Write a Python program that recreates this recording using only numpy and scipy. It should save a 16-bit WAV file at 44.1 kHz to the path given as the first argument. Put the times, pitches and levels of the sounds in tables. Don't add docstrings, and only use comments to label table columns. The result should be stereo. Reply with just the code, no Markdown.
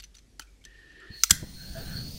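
import sys
import numpy as np
from scipy import signal
from scipy.io import wavfile
from scipy.ndimage import uniform_filter1d

SR = 44100
rng = np.random.default_rng(int(sys.argv[2]) if len(sys.argv) > 2 else 0)


def inscribe(sig):
    pcm = np.round(np.clip(np.atleast_2d(sig).T, -1, 1) * 32767)
    wavfile.write(sys.argv[1], SR, pcm.astype(np.int16))


def convert_level_to_amplitude(level_db):
    exponent = np.asarray(level_db, float) / 20
    return 10 ** exponent


N = 96534

# (frequency [Hz], correlation [0-1])
NEAR_SAME = [(60, 1), (300, 0.81), (1600, 0.96), (5000, 0.74), (15000, 0.51)]


def evened(x):
    return x / np.sqrt(np.mean(x ** 2) + 1e-20)


def read(points, hz):
    f, value = np.transpose(points)
    return np.interp(np.log(hz + 1), np.log(f + 1), value)


def gain_curve(rows, col=1, edge=.01):
    s, db = np.transpose(rows)[[0, col]]
    s = np.r_[s[0] - edge, s, s[-1] + edge]
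    db = np.r_[-120, db, -120]
    return convert_level_to_amplitude(np.interp(np.arange(N) / SR, s, db))


def add(mix, s, sound):
    part = mix[..., round(s * SR):][..., :sound.shape[-1]]
    part += sound[..., :part.shape[-1]]


def ring(x, hz, width):
    r = np.exp(-np.pi * width / SR) * np.exp(2j * np.pi * hz / SR)
    for _ in range(2):
        x = signal.lfilter([1 - abs(r)], [1, -r], x)
    return 2 * x.real


def noise(colour, same, patchy_db, flicker_db):
    frames = N // 256 + 5
    hz = np.fft.rfftfreq(1024, 1 / SR)
    a, b, c, d, patch = rng.standard_normal((frames, 513, 5)).T
    patch = uniform_filter1d(patch, size=10, axis=0)
    patch = evened(uniform_filter1d(patch, size=9, axis=1))
    like = np.clip(read(same, hz), -1, 1)[:, None]
    left = a + 1j * b
    right = like * left + np.sqrt(1 - like ** 2) * (c + 1j * d)
    flicker = flicker_db * rng.standard_normal(frames)
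    z = np.array([left, right]) * convert_level_to_amplitude(read(colour, hz)[:, None] + patchy_db * patch + flicker)
    return evened(signal.istft(z, nperseg=1024, noverlap=768)[1][:, :N])


def rings(table, patchy_db):
    x = noise([(20, 0), (20000, 0)], NEAR_SAME, patchy_db, flicker_db=0.5)
    return sum(convert_level_to_amplitude(db) * evened(ring(x, hz, width)) for hz, width, db in table)


def swell(start, length, db, hz, width):
    u = np.clip((np.arange(N) / SR - start) / length, 0, 1)
    return np.sin(np.pi * np.sqrt(u)) * rings([(hz, width, db)], patchy_db=1.5)


def snap(impacts, modes):
    # (frequency [Hz], density [dB per Hz])
    crack_colour = [(800, -36), (1400, -11), (3000, -5), (6500, 0), (9500, -5), (16000, -6)]
    out, t = np.zeros((2, N)), np.arange(5000) / SR
    grit = noise(crack_colour, NEAR_SAME, patchy_db=1.5, flicker_db=-2.5)[0]
    low_modes = sum(m[0] < 5200 for m in modes)
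    for s, db in impacts:
        luck = rng.uniform([.7, .994], [1.1, 1.006], (len(modes), 2))
        luck[:low_modes:2, 0] *= -1
        body = np.zeros(len(t))
        for (hz, mode_db, t60), (strength, detune) in zip(modes, luck):
            body += strength * convert_level_to_amplitude(mode_db - 60 * t / t60) * np.sin(2 * np.pi * hz * detune * t)
        crack = convert_level_to_amplitude(-5 - 60 * t / .009) * grit[round(s * SR):][:5000]
        add(out, s, convert_level_to_amplitude(db) * np.minimum(t / .0002, 1) * np.array([crack, body]))
    return out


def workshop():
    # (frequency [Hz], density [dB per Hz])
    air_colour = [(20, 3), (80, 2), (300, -4), (660, -11.5), (1000, -18), (2000, -15), (3000, -16),
                  (6000, -16), (12800, -24.5), (13100, -53)]
    # (frequency [Hz], correlation [0-1])
    air_same = [(60, 0.93), (250, 0.81), (900, 0.022), (3800, 0.34), (15000, 0.68)]
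    # (time [s], level [dB])
    tone_curve = [
        (0, -52),
        (.15, -57.5),
        (.45, -59),
        (.75, -58.5),
        (.95, -71),
        (1.3, -52.5),
        (2.19, -61),
    ]
    hum_hz = 48.4
    rumble = evened(ring(rng.standard_normal(N), hum_hz, width=23))
    tone = np.sqrt(2) * gain_curve(tone_curve) * np.sin(2 * np.pi * hum_hz * np.arange(N) / SR)
    air = noise(air_colour, air_same, patchy_db=1.5, flicker_db=0.0)
    return convert_level_to_amplitude(-63.5) * air + convert_level_to_amplitude(-62) * rumble + tone


def thumps():
    # (time [s], level [dB], frequency [Hz], t60 [s])
    pushes = [(1.102, -32, 90, .053), (1.105, -40, 215, .07), (1.15, -50, 130, .1), (1.309, -22, 71, .082),
              (1.314, -20.5, 162, .042), (1.425, -26, 139, .045), (1.427, -31, 350, .028),
              (1.427, -40, 616, .035), (1.426, -46, 950, .03), (1.425, -48, 1550, .03),
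              (1.425, -54, 2300, .02), (1.4375, -30, 200, .04), (1.436, -38, 480, .035),
              (1.7, -37, 60, .15), (1.772, -33, 120, .095)]
    out, t = np.zeros(N), np.arange(9000) / SR
    for s, db, hz, t60 in pushes:
        add(out, s, convert_level_to_amplitude(db - 60 * t / t60) * np.minimum(t / 0.0024, 1) * np.sin(2 * np.pi * hz * t))
    return out


def ticks():
    # (time [s], peak level [dB], t60 [s], ring frequency [Hz])
    touches = [(.0005, -36.5, 0.023, 4750), (.0035, -44.5, 0.027, 4400), (0.022, -47.5, 0.038, 13000),
               (0.032, -43, 0.012, 2740), (0.038, -38, 0.048, 6020), (0.144, -50, 0.016, 3680),
               (.15, -44, 0.02, 4480), (0.153, -47.5, 0.02, 5100), (.153, -58, 0.06, 5850),
               (0.167, -50, 0.058, 6000), (0.184, -43.5, 0.019, 4130), (.19, -49, 0.027, 6200),
               (.233, -66, 0.018, 6300), (0.409, -44, 0.025, 3050), (0.415, -49.5, 0.13, 1390),
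               (0.42, -48, 0.017, 4530), (0.422, -48, 0.022, 2580), (.47, -65, 0.36, 2300),
               (.612, -62, 0.093, 2250), (0.6402, -48, 0.022, 3180), (0.651, -40, 0.015, 6100),
               (.652, -43, 0.014, 7600), (0.651, -50.5, 0.018, 12500), (.793, -58, 0.0096, 1900),
               (0.919, -53, 0.012, 6000), (1.002, -53.5, 0.017, 7600)]
    # (frequency [Hz], density [dB per Hz])
    grit_colour = [(250, -14), (800, -32), (1400, -7), (3000, -1.5), (6000, -1.5), (15500, -21)]
    out, t = np.zeros((2, N)), np.arange(8000) / SR
    grit = noise(grit_colour, NEAR_SAME, patchy_db=1, flicker_db=.1)[0]
    for s, db, t60, hz in touches:
        burst = grit[round(s * SR):][:8000]
        piece = 1.4 * evened(ring(burst, hz, width=300))
        add(out, s, convert_level_to_amplitude(db - 5.5 - 60 * t / t60) * np.array([burst, piece]))
    return out


def knob():
    # (time [s], level [dB])
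    clicks = [
        (.3947, -35.5),
        (.3961, -28),
        (.3968, -39),
        (.399, -51),
        (.4015, -42),
    ]
    # (frequency [Hz], level [dB], t60 [s])
    knob_modes = [(287, -16.5, 0.038), (888, -15.5, 0.03), (1318, -11.5, 0.026), (1620, -4.5, 0.011),
                  (1960, -5.5, 0.014), (3100, -8.5, 0.015), (4580, -3.5, 0.015), (6070, -2.5, 0.015),
                  (7380, -6, 0.016), (9100, -14, .008), (11100, -9, 0.0096)]
    return snap(clicks, knob_modes)


def igniter():
    # (time [s], level [dB])
    press = [
        (1.2351, -22),
        (1.2358, -2),
        (1.2372, -12),
        (1.2402, -15),
    ]
    # (time [s], level [dB])
    release = [
        (1.3061, -25),
        (1.3071, -9),
        (1.3079, -2),
        (1.3089, -4.5),
        (1.3103, -10),
        (1.3125, -22),
        (1.3145, -28),
    ]
    # (frequency [Hz], level [dB], t60 [s])
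    press_modes = [(1338, -14, 0.013), (2240, -19.5, 0.0084), (3170, -15.5, 0.0028), (4000, -12, 0.0041),
                   (4860, -7, .004), (5470, -19, 0.0071), (6020, -2, 0.012), (6200, -5, 0.012),
                   (6720, -10.5, 0.0062), (7600, -7.5, 0.0039), (10050, -22.5, 0.0068), (10230, -19, 0.01),
                   (15200, -3, 0.0054)]
    release_modes = [(1508, -9, 0.019), (2590, -10.5, 0.0046), (3205, -8, 0.012), (3833, -16.5, 0.013),
                     (4720, -23, 0.0043), (5300, -21.5, 0.0062), (6000, -4, .011), (6300, -9.5, 0.007),
                     (6830, -12, 0.0086), (7070, -9.5, 0.009), (7604, -3, 0.019), (8900, -11.5, 0.0082),
                     (10500, -17, 0.014), (13820, -8, 0.0055)]
    snaps = snap(press, press_modes) + snap(release, release_modes)
    return signal.sosfilt(signal.butter(4, 1100, "high", fs=SR, output="sos"), snaps)


def gas():
    # (time [s], level [dB])
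    seep = [
        (.655, -59.5),
        (.69, -61.5),
        (.78, -60),
        (.9, -59),
        (1.06, -54),
        (1.16, -54.5),
        (1.22, -65),
    ]
    # (frequency [Hz], width [Hz], level [dB])
    seep_rings = [(1818, 152, 2), (374, 150, -8), (2900, 1600, -5.5), (3930, 1750, -11.5)]
    # (time [s], hiss level [dB], nozzle whistle level [dB])
    jet = [(1.09, -87, -75), (1.14, -64.5, -51), (1.22, -54, -46), (1.33, -59.5, -50), (1.45, -57, -61),
           (1.6, -54.5, -49), (1.72, -53.5, -48), (1.81, -51.5, -50.5), (1.91, -51.5, -49),
           (1.97, -51.5, -40.5), (2.04, -53, -42.5), (2.19, -51.5, -50)]
    # (frequency [Hz], density [dB per Hz])
    jet_colour = [(1120, -44), (1900, -16), (3630, -8.5), (4290, -7), (9120, -16), (10500, -18.5),
                  (15800, -39)]
    # (frequency [Hz], width [Hz], level [dB])
    jet_rings = [(6200, 970, -6.5), (9170, 590, -4), (15070, 3200, 1), (5660, 900, -10.5)]
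    # (time [s], shift [Hz])
    slide = [
        (1.45, -200),
        (1.65, 0),
        (1.8, 300),
        (1.85, -100),
        (2.0, 120),
        (2.17, 600),
    ]

    hiss = noise(jet_colour, NEAR_SAME, patchy_db=-1.0, flicker_db=1.0) + rings(jet_rings, patchy_db=2.5)
    shift_hz = np.interp(np.arange(N) / SR, *np.transpose(slide), left=0)
    turn = 2 * np.pi * np.cumsum(shift_hz) / SR
    skirt = signal.hilbert(rings([(4300, 400, -2)], patchy_db=3.5)) * np.exp(1j * turn)
    line = signal.hilbert(rings([(4270, 55, -4)], patchy_db=0.0)) * np.exp(1j * .3 * turn)
    whistle = (line + skirt).real
    seeping = gain_curve(seep) * rings(seep_rings, patchy_db=1.3)
    return seeping + gain_curve(jet, col=1) * hiss + gain_curve(jet, col=2) * whistle


def flame():
    # (frequency [Hz], width [Hz], level [dB])
    flare_rings = [(1550, 230, -1), (3430, 3700, -20), (6750, 4800, 0), (11800, 7100, -4)]
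    # (time [s], level [dB])
    burning = [(1.325, -34.5), (1.36, -43), (1.415, -41.5), (1.45, -37), (1.53, -40.5), (1.6, -45.5),
               (1.77, -37.5), (1.86, -42.5), (2.03, -39), (2.115, -41.5), (2.26, -42.5)]
    # (frequency [Hz], density [dB per Hz])
    flame_colour = [(20, 7.5), (50, -0.5), (170, 2.5), (260, -9), (430, -22), (1100, -33), (1500, -45)]
    # (time [s], level [dB])
    pipe_wash = [
        (1.42, -71),
        (1.52, -86),
        (1.62, -63.5),
        (1.72, -64.5),
        (1.78, -48),
        (1.86, -53.5),
        (1.91, -50),
        (1.99, -55.5),
        (2.045, -57),
        (2.26, -64),
    ]
    # (frequency [Hz], width [Hz], level [dB])
    pipe_rings = [(506, 530, -0.5), (1260, 560, -9), (3160, 1100, -7), (14300, 1600, -3)]
    # (time [s], level [dB])
    tube_wash = [
        (1.55, -76),
        (1.6, -59.5),
        (1.72, -63),
        (1.78, -50.5),
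        (1.86, -57.5),
        (1.91, -51),
        (1.99, -51.5),
        (2.04, -66),
        (2.1, -70),
    ]
    # (frequency [Hz], width [Hz], level [dB])
    tube_rings = [(1629, 350, -0.5), (1560, 120, -5.5)]

    t = np.arange(N) / SR - 1.297
    flare = (t > 0) * convert_level_to_amplitude(-34 - 60 * abs(t) / 0.28) * rings(flare_rings, patchy_db=2.0)
    rumble = gain_curve(burning) * noise(flame_colour, NEAR_SAME, patchy_db=2.5, flicker_db=1.5)
    pipe = gain_curve(pipe_wash) * rings(pipe_rings, patchy_db=2.0)
    pipe_note = swell(start=1.75, length=.12, db=-47, hz=663, width=26)
    tube = gain_curve(tube_wash) * rings(tube_rings, patchy_db=0.9)
    return flare + rumble + pipe + pipe_note + tube


def walls(grit, body):
    # (frequency [Hz], t60 [s])
    shop_t60 = [(500, 1), (3000, 0.39), (12000, 0.21)]
    taps = np.zeros((2, SR // 2))
    at = np.arange(300, SR // 2 - 20, 20) + rng.integers(0, 20, (2, (SR // 2 - 301) // 20))
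    np.put_along_axis(taps, at, rng.choice([-1., 1.], at.shape), 1)
    hz, t, z = signal.stft(taps, SR, nperseg=256)
    tail = signal.istft(z * convert_level_to_amplitude(-60 * t / read(shop_t60, hz)[:, None]), SR, nperseg=256)[1]
    tail = convert_level_to_amplitude(-14) * tail / np.linalg.norm(tail[0])
    bench = np.zeros((2, 300))
    np.put_along_axis(bench, rng.integers(8, 300, (2, 5)), convert_level_to_amplitude(-11) * rng.uniform(-1, 1, (2, 5)), 1)
    direct = grit + body
    early = signal.fftconvolve(direct[None], bench, axes=1)[:, :N]
    late = signal.fftconvolve((grit + convert_level_to_amplitude(-9) * body)[None], tail, axes=1)[:, :N]
    return direct + early + late


def scene():
    hits = walls(*(ticks() + knob() + igniter()))
    rub = swell(start=1.005, length=.09, db=-57, hz=1400, width=300)
    return workshop() + thumps() + hits + rub + gas() + flame()


def low_pass(x):
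    return signal.sosfilt(signal.butter(12, 17000, fs=SR, output="sos"), x)


def record(dry):
    pair = np.array([dry[0], np.r_[0, dry[1, :-1]]])
    low, wide = (signal.firwin(511, hz, window=("kaiser", 9), fs=SR) for hz in (15800, 16600))
    band = low + convert_level_to_amplitude(-16) * (wide - low)
    mix = signal.oaconvolve(np.clip(pair, -1, 1), band[None], "same")
    return low_pass(mix)


dry = scene()
out = record(dry)
inscribe(out)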